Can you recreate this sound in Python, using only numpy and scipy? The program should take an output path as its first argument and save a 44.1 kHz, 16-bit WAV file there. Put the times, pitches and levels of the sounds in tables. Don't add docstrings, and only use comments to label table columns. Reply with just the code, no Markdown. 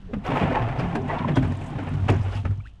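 import sys
import numpy as np
from scipy import signal
from scipy.io import wavfile
from scipy.ndimage import uniform_filter1d

SR = 44100
rng = np.random.default_rng(int(sys.argv[2]) if len(sys.argv) > 2 else 0)


def gain_from_decibels(decibels):
    exponent = np.asarray(decibels, float) / 20
    return 10 ** exponent


def wav_out(sig):
    wavfile.write(sys.argv[1], SR, np.round(np.clip(np.atleast_2d(sig).T, -1, 1) * 32767).astype(np.int16))


N = 123479
T = np.arange(N) / SR

# start_s, rasp_db, weight_db (shaking the hull), fine_grit_db, keel_contact_db
PULL = [(0, -71.5, -51, 42, -4), (0.232, -44.5, -42, 17.5, 7), (0.25, -22, -33, 9.5, -14.5),
        (0.43, -25.5, -29, 9.5, 6.5), (0.596, -24.5, -27, 3, -1), (0.636, -29.5, -27, 8.5, -3),
        (0.901, -30.5, -34, 12.5, 2.5), (1.039, -36, -36, 14.5, 5), (1.099, -27, -35, 9.5, 4.5),
        (1.221, -31.5, -27.5, 10.5, 1), (1.451, -35, -23, 18.5, 1.5), (1.601, -40, -42, 22.5, 2.5),
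        (1.702, -35, -30.5, 15.5, -0.5), (2.047, -37.5, -17.5, 20, -8.5), (2.3, -36, -28.5, 20, -14),
        (2.367, -33, -50, 25, -36), (2.429, -52.5, -19.5, 31, -10.5), (2.72, -65.5, -46.5, 32, -11.5)]
# pitch_hz, width_hz, level_db
HULL_PANELS = [(54.7, 8.2, -2), (95, 10.4, 3.5), (136, 35, 6), (170, 64, -2), (243.4, 35.7, 0.5),
               (291.5, 55, -7.5), (390, 29, -10)]
# pitch_hz, width_hz, level_db
KEEL_MODES = [(528, 14, -0.5), (663.6, 25.6, 12), (808, 68, 2.5), (917, 32, 5.5), (1011, 17, 0),
              (1100, 70, 4), (1700, 160, -2), (2490, 99, -15.5)]
# pitch_hz, level_db (per Hz)
RASP_COLOUR = [(180, -33), (300, 0), (590, -1.5), (821, -3.5), (1260, -9), (2690, -14), (4060, -31.5),
               (8130, -47.5), (15500, -65)]
# pitch_hz, level_db (per Hz)
SAND_COLOUR = [(2000, -11.5), (3000, 1), (4500, -11), (8200, -16), (10300, -20), (11500, -30.5),
               (14500, -37.5), (15500, -50)]
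# start_s, length_s, level_db
KEEL_SURGES = [
    (.335, 0.091, 4.5),
    (.405, 0.045, 2.5),
    (.5, 0.09, 3.5),
]
# start_s, length_s, level_db
RINGING_DIPS = [
    (2.68, 0.27, -9),
    (1.04, 0.3, -3),
    (1.341, 0.035, -14),
    (2.068, 0.019, -9),
    (2.217, 0.032, -13.5),
]
# start_s, level_db, pitch_hz, length_s
RIB_RINGS = [(0, -44.5, 185, 0.094), (.545, -25.5, 860, 0.052), (.51, -29.5, 525, 0.068),
             (1.11, -39, 1060, 0.051), (1.135, -32, 920, 0.062), (1.195, -34, 970, 0.033),
             (1.229, -39, 850, .012), (1.365, -20.5, 670, .012), (1.366, -22.5, 349, 0.026),
             (2.1, -35, 700, 0.04), (2.1, -27, 378, 0.062), (2.345, -49, 2680, .07),
             (2.63, -63, 2660, 0.11)]
# pitch_hz, level_db (per Hz)
WASH_COLOUR = [(15, -7.5), (45, 1), (110, -15), (200, -16), (350, -33.5), (1600, -39.5), (5500, -60),
               (12000, -92)]
# start_s, length_s, level_db
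WASH_GUST = [
    (.4, .6, 8),
]
# start_s, level_db, from_hz, to_hz, length_s
DROPLETS = [
    (2.596, -57, 950, 1550, .017),
    (2.602, -54, 2300, 2350, .011),
    (2.643, -52, 900, 2100, .036),
    (.085, -43, 430, 400, .04),
    (1.08, -40, 1950, 1950, .045),
    (1.335, -49, 3300, 3250, .05),
    (1.2445, -28, 980, 1000, .01),
    (1.096, -29, 900, 930, .016),
]
# start_s, level_db, pitch_hz, t60_s
HULL_KNOCKS = [(0.13, -20, 220.3, 0.21), (0.166, -14, 189, 0.094), (0.283, -22, 156.7, 0.26),
               (.29, -20.5, 250, 0.17), (0.321, -22.5, 140.5, 0.47), (.33, -20, 243, 0.2),
               (0.412, -10.5, 177.3, 0.12), (.42, -27, 266, 0.16), (0.601, -16, 113, 0.39),
               (0.637, -28, 110, 0.23), (0.777, -21.5, 124, 0.26), (0.821, -22, 170, 0.72),
               (0.943, -23, 233.2, 0.55), (0.969, -23, 390, 0.26), (1.021, -29.5, 245, 0.39),
               (1.246, -19, 226.6, 0.25), (1.279, -17.5, 142.6, 0.24), (1.299, -15.5, 141.3, .35),
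               (1.37, -9.5, 124, 0.12), (1.369, -11, 257.9, 0.28), (1.393, -26, 254.8, 0.35),
               (1.425, -18, 147, 0.2), (1.439, -16, 90.6, 0.23), (1.531, -29, 119, 0.33),
               (1.715, -29.5, 301, 0.15), (1.786, -26.5, 260, 0.45), (1.94, -19, 134, 0.15),
               (2.027, -20, 89, 0.33), (2.096, -7.5, 97.9, 0.31), (2.093, -16, 279, 0.17),
               (2.149, -10, 96, 0.2), (2.176, -22.5, 95.3, 0.34), (2.195, -14.5, 96.9, 0.28),
               (2.269, -25, 96, 0.32), (2.351, -18, 100, 0.32), (2.391, -20, 95, 0.2),
               (2.456, -12.5, 78.3, 0.17), (2.489, -15, 97.9, 0.21), (2.581, -22.5, 101, 0.2)]
# start_s, level_db, pitch_hz (stone ring), t60_s,
# grit_db
STONE_SCUFFS = [(0.133, -25.5, 1170, 0.081, -35), (0.422, -20.5, 1310, 0.2, -40),
                (0.684, -23, 1550, 0.063, -33), (0.79, -21, 2320, 0.19, -28),
                (0.951, -18.5, 1560, 0.091, -19.5), (1.134, -27, 1200, 0.24, -38),
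                (1.188, -28.5, 1240, 0.17, -47), (1.277, -21, 1620, 0.16, -46),
                (1.357, -23.5, 3200, 0.16, -14), (1.367, -17, 1450, 0.072, -29),
                (1.422, -26.5, 1460, 0.14, -21), (1.445, -30.5, 1180, 0.128, -21),
                (1.519, -27, 1660, 0.068, -18.5), (1.553, -37, 2060, 0.032, -10),
                (1.609, -31.5, 2010, 0.13, -31), (1.783, -28.5, 1350, 0.15, -31),
                (1.865, -28.5, 1650, 0.18, -38), (1.934, -34.5, 1490, 0.14, -14.5),
                (2.08, -20, 2930, 0.0922, -37),
    (2.086, -12.5, 2194, 0.0988, -36),
    (2.098, -22.5, 1990, 0.08, -10),
    (2.122, -27, 1430, 0.23, -34),
    (2.325, -33, 1410, 0.16, -42),
    (2.349, -38, 1700, 0.18, -24),
    (2.431, -44, 1250, 0.056, -19),
    (2.449, -25, 1230, 0.11, -27),
    (2.502, -38, 1240, 0.16, -19),
]
# start_s, level_db, pitch_hz, length_s
GRIT_TICKS = [(.262, -51, 5300, 0.015), (.25, -62, 13000, 0.0716), (.34, -65, 13000, 0.12),
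              (.785, -51.5, 4800, 0.032), (1.015, -63, 5800, 0.02), (1.08, -60.5, 7300, 0.0099),
              (1.135, -60, 6400, 0.0049), (1.183, -45, 3230, .02), (1.356, -44, 5040, 0.0059),
              (1.368, -64, 7600, 0.0085), (1.381, -53, 8000, 0.0047), (1.442, -63, 5400, 0.0061),
              (1.475, -60, 8000, 0.014), (1.57, -57, 7500, 0.0091), (1.606, -61, 7600, 0.034),
              (1.636, -59, 7700, 0.023), (1.658, -57, 7400, 0.03), (1.678, -62, 8700, 0.024),
              (1.697, -64, 8100, 0.024), (1.835, -61, 8800, 0.0075), (1.888, -59, 8500, 0.013),
              (2.085, -49, 7250, 0.0073), (2.099, -47, 7000, .007), (2.12, -49, 5900, .01),
              (2.14, -55, 5800, 0.013), (2.16, -58, 6100, .014), (2.21, -57.5, 5000, 0.032),
              (2.225, -62.5, 7500, .035), (2.297, -71, 6000, 0.0056), (2.32, -54, 4700, .012),
              (2.35, -51.5, 4800, 0.023), (2.575, -64.5, 5640, .006)]


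def evened(x):
    return x / np.sqrt(np.mean(x ** 2) + 1e-20)


def colour(x, points):
    f, db = np.transpose(points)
    hz = abs(np.fft.fftfreq(8192, 1 / SR))
    curve_db = np.interp(np.log(hz + 1), np.log(f + 1), db)
    log_gain = np.log(gain_from_decibels(np.maximum(curve_db, -100)))
    taps = np.fft.ifft(np.exp(np.conj(signal.hilbert(log_gain)))).real[:4096]
    return signal.oaconvolve(x, taps / np.linalg.norm(taps))[:len(x)]


def resonate(x, hz, width):
    turn = np.exp(2j * np.pi * hz * np.arange(len(x)) / SR)
    r = np.exp(-np.pi * width / SR)
    return 2 * (turn * signal.lfilter([1 - r], [1, -r], x / turn)).real


def body(x, modes, count=1):
    out = 0
    for k, (hz, width, db) in enumerate(modes):
        y = x
        for _ in range(count):
            y = resonate(y, hz, width)
        out = out + (-1) ** k * gain_from_decibels(db) * y / np.sqrt(width)
    return out


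def wander(seconds):
    size = max(int(seconds * SR), 1)
    smooth = uniform_filter1d(rng.standard_normal(N), size)
    return evened(uniform_filter1d(smooth, size))


def slips(per_s, spread_db):
    draw, size, sign = rng.random(N), rng.exponential(1, N), rng.standard_normal(N)
    caught = draw < per_s / SR
    return evened(caught * gain_from_decibels(spread_db * np.minimum(size, 4)) * sign)


def swells(rows):
    return gain_from_decibels(sum(db * np.sin(np.pi * np.clip((T - s) / length, 0, 1)) for s, length, db in rows))


def add(mix, s, sound):
    part = mix[round(s * SR):][:len(sound)]
    part += sound[:len(part)]


def grains(rows, sharpness):
    out = np.zeros(N)
    for (s, db, hz, length), n in zip(rows, rng.standard_normal((len(rows), 5000))):
        u = np.minimum(np.arange(5000) / SR / length, 1)
        ring = evened(body(n, [(hz, hz / sharpness, 0)], count=2))
        add(out, s, gain_from_decibels(db) * np.sin(np.pi * u ** 0.56) * ring)
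    return out


def chatter(level):
    per_s, spread_db, cycles, tilt_db_per_octave = 40, 0.78, 25, -6.5
    out, t = np.zeros(N), np.arange(2000) / SR
    for hz in np.geomspace(695, 3848, 30):
        u = t * hz / cycles
        tilt = gain_from_decibels(tilt_db_per_octave * np.log2(hz / 1000))
        grain = tilt * u * np.exp(-3.5 * u) * np.sin(2 * np.pi * hz * t)
        out += signal.oaconvolve(level * slips(per_s, spread_db), grain)[:N]
    return out * np.std(level) / np.std(out)


def drag():
    slips_per_s, sand_per_s, judder_per_s = 3000, 11000, 250
    grit_gain_db, keel_gain_db, sand_gain_db, chatter_gain_db = -8, -3.5, -31.5, -5.5
    s, *courses = np.transpose(PULL)
    rasp_db, weight_db, fine_db, keel_db = [np.interp(T, s, course) for course in courses]
    level = gain_from_decibels(rasp_db) * swells(KEEL_SURGES)
    clumps = gain_from_decibels(1.16 * wander(0.018) + 1.0 * wander(0.053))
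    grit = clumps * slips(slips_per_s, 1.5) * level
    unit = rng.standard_normal(N)

    keel = body(grit * gain_from_decibels(keel_gain_db + keel_db), KEEL_MODES, count=2)
    keel = keel / np.std(body(unit, KEEL_MODES, count=2))
    sand_gain = gain_from_decibels(sand_gain_db + 1.0 * wander(0.0036) + fine_db)
    sand = colour(slips(sand_per_s, 1.2) * level * sand_gain, SAND_COLOUR)

    judder = slips(judder_per_s, 1.1) * gain_from_decibels(weight_db + 0.61 * wander(0.014))
    upper = judder * gain_from_decibels(1.28 * keel_db)
    panels = body(judder, HULL_PANELS[:2], count=2) + body(upper, HULL_PANELS[2:], count=2)
    panels = panels / np.std(body(unit, HULL_PANELS, count=2))

    rasp = gain_from_decibels(grit_gain_db) * (colour(grit, RASP_COLOUR) + keel + sand)
    return rasp + gain_from_decibels(chatter_gain_db) * chatter(level) + swells(RINGING_DIPS) * panels


def ribs():
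    return grains(RIB_RINGS, 7.6)


def wash():
    level_db, fade_db, gust_db = -43.5, -12, 0.6
    course_db = level_db + fade_db * (T / T[-1] - .5) + gust_db * wander(0.15)
    noise = evened(colour(rng.standard_normal(N), WASH_COLOUR))
    return swells(WASH_GUST) * gain_from_decibels(course_db) * noise


def drops():
    splash_s, splash_length_s, splash_db = 2.635, .08, -63
    out = np.zeros(N)
    for s, db, from_hz, to_hz, length in DROPLETS:
        u = np.linspace(0, 1, int(length * SR))
        phase = 2 * np.pi * np.cumsum(from_hz + (to_hz - from_hz) * u) / SR
        add(out, s, gain_from_decibels(db + 4.5) * np.sin(np.pi * u) * np.sin(phase))
    spray = colour(rng.standard_normal(SR // 5), SAND_COLOUR)[:int(splash_length_s * SR)]
    add(out, splash_s, gain_from_decibels(splash_db) * np.hanning(len(spray)) * spray)
    return out * gain_from_decibels(3.5 * wander(.0015))


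def knocks():
    sag, sag_s, swell_s, blow_cycles = 0.11, 0.016, 0.0048, 0.42
    overtone_ratio, overtone_db, panels_db = 2.3, -12.5, -8
    out, blows = np.zeros(N), np.zeros(N)
    t, wobble = np.arange(SR // 2) / SR, 0.5 * wander(0.011)
    for s, db, hz, t60 in HULL_KNOCKS:
        sagging = t + sag * sag_s * (1 - np.exp(-t / sag_s))
        phase = 2 * np.pi * hz * sagging + hz / 200 * np.roll(wobble, -int(s * SR))[:len(t)]
        overtone = gain_from_decibels(overtone_db - 60 * t / t60) * np.sin(overtone_ratio * phase)
        envelope = gain_from_decibels(db - 60 * t / t60) * (1 - np.exp(-t / swell_s))
        add(out, s, envelope * (np.sin(phase) + overtone))
        push = np.hanning(int(blow_cycles * SR / hz))
        add(blows, s, gain_from_decibels(db) * push / push.sum())
    click = 1. * (T == 0)
    stirred = body(blows, HULL_PANELS) / abs(body(click, HULL_PANELS)).max()
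    return swells(RINGING_DIPS) * (out + gain_from_decibels(panels_db) * stirred)


def scuffs():
    stone_width_hz, stone_db, grit_gain_db, grit_haste = 300, -10.5, 7, 0.65
    rows, t, out = STONE_SCUFFS, np.arange(6000) / SR, np.zeros(N)
    shape = (len(rows), len(t))
    noise = rng.standard_normal(shape) * gain_from_decibels(2.26 * rng.standard_normal(shape))
    for (s, db, hz, t60, grit_db), n in zip(rows, noise):
        rise = .09 * t60
        decay = gain_from_decibels(db - 6 - 60 * np.maximum(t - rise, 0) / t60)
        burst = evened(n) * np.minimum(t / rise, 1) ** 2 * decay
        ring = body(burst, [(hz, stone_width_hz, 0)], count=2) * np.sqrt(SR / np.pi)
        grit = colour(burst * gain_from_decibels(-60 * grit_haste * t / t60), SAND_COLOUR)
        sound = colour(burst, RASP_COLOUR) + gain_from_decibels(stone_db) * ring + gain_from_decibels(grit_gain_db + grit_db) * grit
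        add(out, s - rise / 2, sound)
    return out


def ticks():
    return grains(GRIT_TICKS, 2.6)


def scene():
    return (drag() + ribs() + wash() + drops() + knocks() + scuffs() + ticks())[None]


def top_cut(x):
    return signal.sosfilt(signal.butter(12, 15610, fs=SR, output="sos"), x)


def record(dry):
    dull = signal.sosfilt(signal.butter(2, 9900, fs=SR, output="sos"), dry)
    return top_cut(dull)


dry = scene()
out = record(dry)
wav_out(out)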